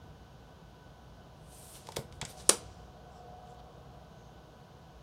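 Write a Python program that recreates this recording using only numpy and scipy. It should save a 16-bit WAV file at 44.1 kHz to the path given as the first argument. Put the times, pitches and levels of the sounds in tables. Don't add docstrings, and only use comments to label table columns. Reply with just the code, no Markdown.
import sys
import numpy as np
from scipy import signal
from scipy.fft import rfft, irfft, next_fast_len
from scipy.io import wavfile
from scipy.ndimage import uniform_filter1d

SR = 44100
rng = np.random.default_rng(int(sys.argv[2]) if len(sys.argv) > 2 else 0)


def generate_wav(signal):
    frames = np.transpose(np.atleast_2d(signal))
    scaled = np.clip(frames, -1, 1) * 32767
    pcm = np.round(scaled).astype(np.int16)
    wavfile.write(sys.argv[1], SR, pcm)


N = 221643
TIME = np.arange(N) / SR


def amp(db):
    return 10 ** (np.asarray(db) / 20)


def unit(x):
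    return x / np.sqrt(np.mean(x ** 2))


def colour(x, points):
    hz, db = np.transpose(points)
    size = 2 * next_fast_len(len(x))
    freq = np.maximum(np.fft.rfftfreq(size, 1 / SR), 1)
    gain = amp(np.interp(np.log(freq), np.log(hz), db))
    cepstrum = irfft(np.log(gain))
    cepstrum[1:size // 2] *= 2
    cepstrum[size // 2 + 1:] = 0
    return irfft(rfft(x, size) * np.exp(rfft(cepstrum)))[:len(x)]


def band(x, hz, width_hz):
    hz, width_hz = np.minimum([hz, width_hz], .45 * SR)
    return signal.lfilter(*signal.iirpeak(hz, hz / width_hz, fs=SR), x)


def steep_band(x, hz, width_hz):
    return band(band(x, hz, width_hz), hz, width_hz)


def drift(rate_hz):
    hold = max(int(SR / rate_hz), 1)
    steps = np.repeat(rng.standard_normal(N // hold + 1), hold)[:N]
    return unit(uniform_filter1d(uniform_filter1d(steps, hold), hold))


def fade(t, t60):
    return np.exp(-np.log(1000) * t / t60)


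def swell(peak_s, spread_s):
    return np.exp(-((TIME - peak_s) / spread_s) ** 2)


def add(out, start_s, sound):
    i = int(start_s * SR)
    out[i:i + len(sound)] += sound[:N - i]


# f/Hz, level/dB
AIR_RUSH = [(15, -51.5), (25, -24), (39, -9), (60, 1.5), (88, -5.5), (158, -4.5), (271, -13.5),
            (563, -14.5), (731, -12), (870, -17.5), (1520, -23.5), (1600, -29), (2080, -62.5), (3520, -120)]
AIR_HISS = [(1200, -18.5), (1600, 1.5), (1850, -3.5), (2300, -5), (3050, 1), (3700, -1), (5000, -5),
            (6850, -8), (7200, -15), (11000, -17), (16000, -18.5)]

def air(rush_db=-54.5, hiss_db=-68, flutter_db=-0.35):
    rush = unit(colour(rng.standard_normal(N), AIR_RUSH)) * amp(rush_db + flutter_db * drift(9))
    hiss = unit(colour(rng.standard_normal(N), AIR_HISS)) * amp(hiss_db)
    return rush + hiss


# f/Hz, level/dB, pitch wander as a share of f
HUMS = [(60.4, -63, 0.023), (129, -66, .04), (159.7, -65, 0.0396), (458, -73.5, 0.027), (733.5, -78, .04),
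        (977, -74, .005), (994, -77, 0.00488), (1499, -73.5, .003), (3000, -82, .01)]

def hums(waver_db=1.7):
    out = np.zeros(N)
    for hz, db, wander in HUMS:
        pitch_hz = hz * (1 + wander * drift(30))
        tone = unit(np.sin(2 * np.pi * np.cumsum(pitch_hz) / SR))
        out += tone * amp(db + waver_db * drift(20))
    return out


# peak t/s, spread/s, level/dB
RUMBLES = [(0.071, 0.1, -56), (2.107, .25, -54), (2.7, .25, -55.5)]

def rumble():
    level = sum(amp(db) * swell(peak, spread) for peak, spread, db in RUMBLES)
    return unit(steep_band(rng.standard_normal(N), hz=75, width_hz=70)) * level


def friction(grain_db=1.5):
    slips = rng.standard_normal(N) * amp(grain_db * drift(1500))
    return slips * amp(.9 * drift(70))


# t/s, length/s, hiss level/dB, rasp level/dB
STROKES = [(1.534, .235, -55.5, -60.5), (1.747, .025, -68, -55.5), (1.83, 0.11, -69.5, -62),
           (1.98, .01, -57, -61), (2.14, .02, -74, -71), (2.296, 0.0067, -55.5, -52),
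           (2.386, 0.022, -61.5, -54), (2.465, .02, -68, -58)]

def strokes(build_db_per_s=14.5, stop_db_per_s=320):
    power = np.full((2, N), np.finfo(float).eps)
    for start, length, hiss_db, rasp_db in STROKES:
        left_s = start + length - TIME
        rise = fade(np.maximum(start - TIME, 0), .14 + 1.2 * length)
        shape_db = -np.maximum(build_db_per_s * left_s, -stop_db_per_s * left_s)
        power += (rise * amp([hiss_db + shape_db, rasp_db + shape_db])) ** 2
    return 10 * np.log10(power)


# f/Hz, level/dB
FACE_HISS = [(3000, -33), (6800, -13), (8000, -3), (9000, 1), (10200, -5), (12000, -13.5), (14000, -18),
             (16000, -27)]
EDGE_RASP = [(600, -1), (2000, -9), (3500, -2), (6000, -1.5), (8000, -6.5), (10000, -9), (11500, -21),
             (16000, -33.5)]

def slide(sheen_db=-7.5, brighten=1.7):
    hiss_db, rasp_db = strokes()
    hiss = unit(colour(friction(), FACE_HISS)) * amp(hiss_db)
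    sheen = unit(steep_band(friction(), hz=12000, width_hz=4500))
    sheen *= amp(hiss_db.max() + sheen_db + brighten * (hiss_db - hiss_db.max()))
    rasp = unit(colour(friction(), EDGE_RASP)) * amp(rasp_db)
    return hiss + sheen + rasp


# f/Hz, level/dB
ROOM_TONE = [(80, -12), (220, -1), (450, -0.5), (1100, -1), (2000, -4.5), (3200, -9), (6000, -10),
             (8200, -9), (9700, -14), (11800, -4), (15000, -11.5)]

def room(x, tail_db=-22, build_s=.004):
    t = TIME[:SR // 2]
    early, tail = rng.standard_normal((2, len(t)))
    tail = signal.lfilter(*signal.butter(3, 6000, fs=SR), tail)
    echoes = early * fade(t, t60=.2) + amp(tail_db) * tail * fade(t, t60=1)
    echoes *= np.minimum(t / build_s, 1) ** 2
    return signal.oaconvolve(x, colour(echoes / np.linalg.norm(echoes), ROOM_TONE))[:N]


def paper_chatter(t, t60):
    shape = fade(t, t60) * (1 - fade(t, .003))
    x = rng.standard_normal(len(t)) * shape
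    for _ in range(12):
        x = irfft(np.exp(1j * np.angle(rfft(x))), len(t))
        loudness = np.maximum(uniform_filter1d(np.abs(x), size=32), np.finfo(np.float32).eps)
        x = x * shape / loudness
    return x / np.linalg.norm(x)


def contacts(rows, shift_s):
    out, t = np.zeros(N), TIME[:SR // 10]
    for start, db, hz, width_hz, chatter_db, t60 in rows:
        tick = steep_band(signal.unit_impulse(len(t)), hz, width_hz)
        chatter = steep_band(paper_chatter(t, t60), hz, width_hz)
        touch = 2 * (tick + amp(chatter_db) * chatter) / np.linalg.norm(tick)
        add(out, start + shift_s * rng.standard_normal(), amp(db) * touch)
    return out


# t/s, level/dB, f/Hz, chatter level/dB
EDGE_CLICKS = [(1.8700, -39, 6000, 7.5), (1.8880, -39, 6000, 7.5), (1.9202, -42, 6000, 12),
               (1.962, -33, 10900, 11), (1.9662, -22.5, 6840, 8), (2.1252, -38.5, 4000, -5)]
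# t/s, tick level/dB, shudder level/dB
CORNER_FLICKS = [(2.2140, -21.5, -26), (2.2516, -23, -35)]
# f/Hz, width/Hz, chatter level/dB, chatter fade time/s
CORNER_TICK = (7370, 4070, 1, .012)
CORNER_SHUDDER = (2800, 3810, 4.5, .044)
# f/Hz, width/Hz, level/dB
CARD_NOTES = [(1410, 130, -1), (2040, 120, -1), (2290, 130, -1), (3380, 200, 5.5), (3800, 180, 0),
              (4640, 200, -1.5), (5200, 200, 0)]

def clicks(shift_s, gain_db=-1.5, width_ratio=2.14, chatter_fade_s=.023, shudder_lag_s=.0011):
    edges = [(start, db, hz, width_ratio * hz, chatter_db, chatter_fade_s)
             for start, db, hz, chatter_db in EDGE_CLICKS]
    ticks = [(start, db, *CORNER_TICK) for start, db, _ in CORNER_FLICKS]
    shudders = [(start + shudder_lag_s, db, *CORNER_SHUDDER) for start, _, db in CORNER_FLICKS]
    touches = contacts(edges + ticks + shudders, shift_s)
    ring = sum(amp(db) * band(touches, hz, width) for hz, width, db in CARD_NOTES)
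    return amp(gain_db) * (touches + ring)


# t/s, level/dB, centre f/Hz
PATS = [(1.8880, -28, 880), (1.8890, -34, 477), (1.9691, -21, 494.5), (1.9700, -25, 760),
        (1.9878, -29, 145), (1.9915, -31, 450), (2.2145, -25, 1150), (2.2241, -26, 130),
        (2.2281, -24.5, 680), (2.4932, -11.5, 400)]
# f/Hz, level/dB, fade time/s
PAT_NOTES = [(143.9, 0, 0.058), (208, -8.5, 0.22), (395, 1, 0.017), (474, -1, .035), (740, 0.5, .015),
             (890, 0, 0.022)]

def pats(rise_s=.008, fall_db_per_octave=21):
    out, t = np.zeros(N), TIME[:SR // 5]
    for start, db, centre_hz in PATS:
        ring = np.zeros(len(t))
        for hz, note_db, t60 in PAT_NOTES:
            octaves_away = abs(np.log2(hz / centre_hz))
            strength = amp(note_db - fall_db_per_octave * octaves_away)
            ring += strength * np.sin(2 * np.pi * hz * t) * fade(t, t60)
        add(out, start, amp(db) * ring * (1 - fade(t, rise_s)))
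    return out


# t/s, level/dB, f/Hz, width/Hz, chatter level/dB, chatter fade time/s
SNAP_HITS = [(2.4915, -14, 8500, 5400, 0.5, 0.0041), (2.4925, 3.5, 9350, 2097, -4.5, 0.035),
             (2.4945, -1.5, 6840, 6200, 2.5, 0.0093), (2.4943, -13, 3400, 2600, 6, .015),
             (2.4946, -17.5, 1130, 1300, -1, 0.016)]

def snap(shift_s):
    return contacts(SNAP_HITS, shift_s)


# f/Hz, level/dB
CARD_TONE = [(100, -8.5), (500, 10.5), (2000, 1), (6000, -0.5), (10000, -3), (11300, -9.5), (14000, -6.5),
             (16000, -16)]

def card_cracks(directions=3, shift_s=.0004):
    echoes = sum(room(clicks(shift_s) + snap(shift_s)) for _ in range(directions))
    direct = clicks(0) + snap(0)
    return colour(direct + echoes / np.sqrt(directions), CARD_TONE)


# f/Hz, width/Hz, level/dB
DRONE_BANDS = [(476.7, 39.8, 0.5), (618, 27, 0), (671.7, 11, -5), (738.3, 80, -1), (1090, 89, -10.5),
               (1240, 89, -15.5)]
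# peak t/s, level/dB, (time to drop 3 dB)/s
DRONE_PASSES = [(2.38, -57, 0.06), (3.39, -56.5, 0.64)]

def drone(tone_hz=724, wander=.0073):
    noise = rng.standard_normal(N)
    passes = [amp(db) / np.hypot(1, (TIME - peak) / drop_s) for peak, db, drop_s in DRONE_PASSES]
    level = np.max(passes, axis=0)
    bands = unit(sum(amp(db) * steep_band(noise, hz, width) for hz, width, db in DRONE_BANDS))
    pitch_hz = tone_hz * (1 + wander * drift(15))
    tone = unit(np.sin(2 * np.pi * np.cumsum(pitch_hz) / SR))
    tone_level = level.max() * (level / level.max()) ** 8
    return bands * level + tone * tone_level


# peak t/s, spread/s, level/dB, f/Hz, width/Hz
BRUSHES_AND_TICKS = [(3.158, 0.051, -74.5, 7600, 1400), (3.17, .05, -73, 5440, 1000),
                     (3.476, .005, -61.5, 3600, 2500), (3.503, 0.043, -74, 7090, 4000),
                     (3.597, .009, -61, 3400, 1800), (4.221, 0.086, -75.5, 6330, 500)]

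def brushes_and_ticks():
    rub = friction(grain_db=4)
    return sum(amp(db) * swell(peak, spread) * unit(steep_band(rub, hz, width))
               for peak, spread, db, hz, width in BRUSHES_AND_TICKS)


def scene(pat_echo_db=-4):
    rubbing = slide() + brushes_and_ticks()
    thuds = pats()
    echoes = room(rubbing + amp(pat_echo_db) * thuds)
    cards = card_cracks() + rubbing + thuds + echoes
    return (cards + air() + hums() + rumble() + drone())[None]


def record(dry):
    dry = signal.sosfilt(signal.butter(2, 35, "high", fs=SR, output="sos"), dry)
    return signal.sosfilt(signal.ellip(10, .2, 80, 15800, fs=SR, output="sos"), dry)


dry = scene()
out = record(dry)
generate_wav(out)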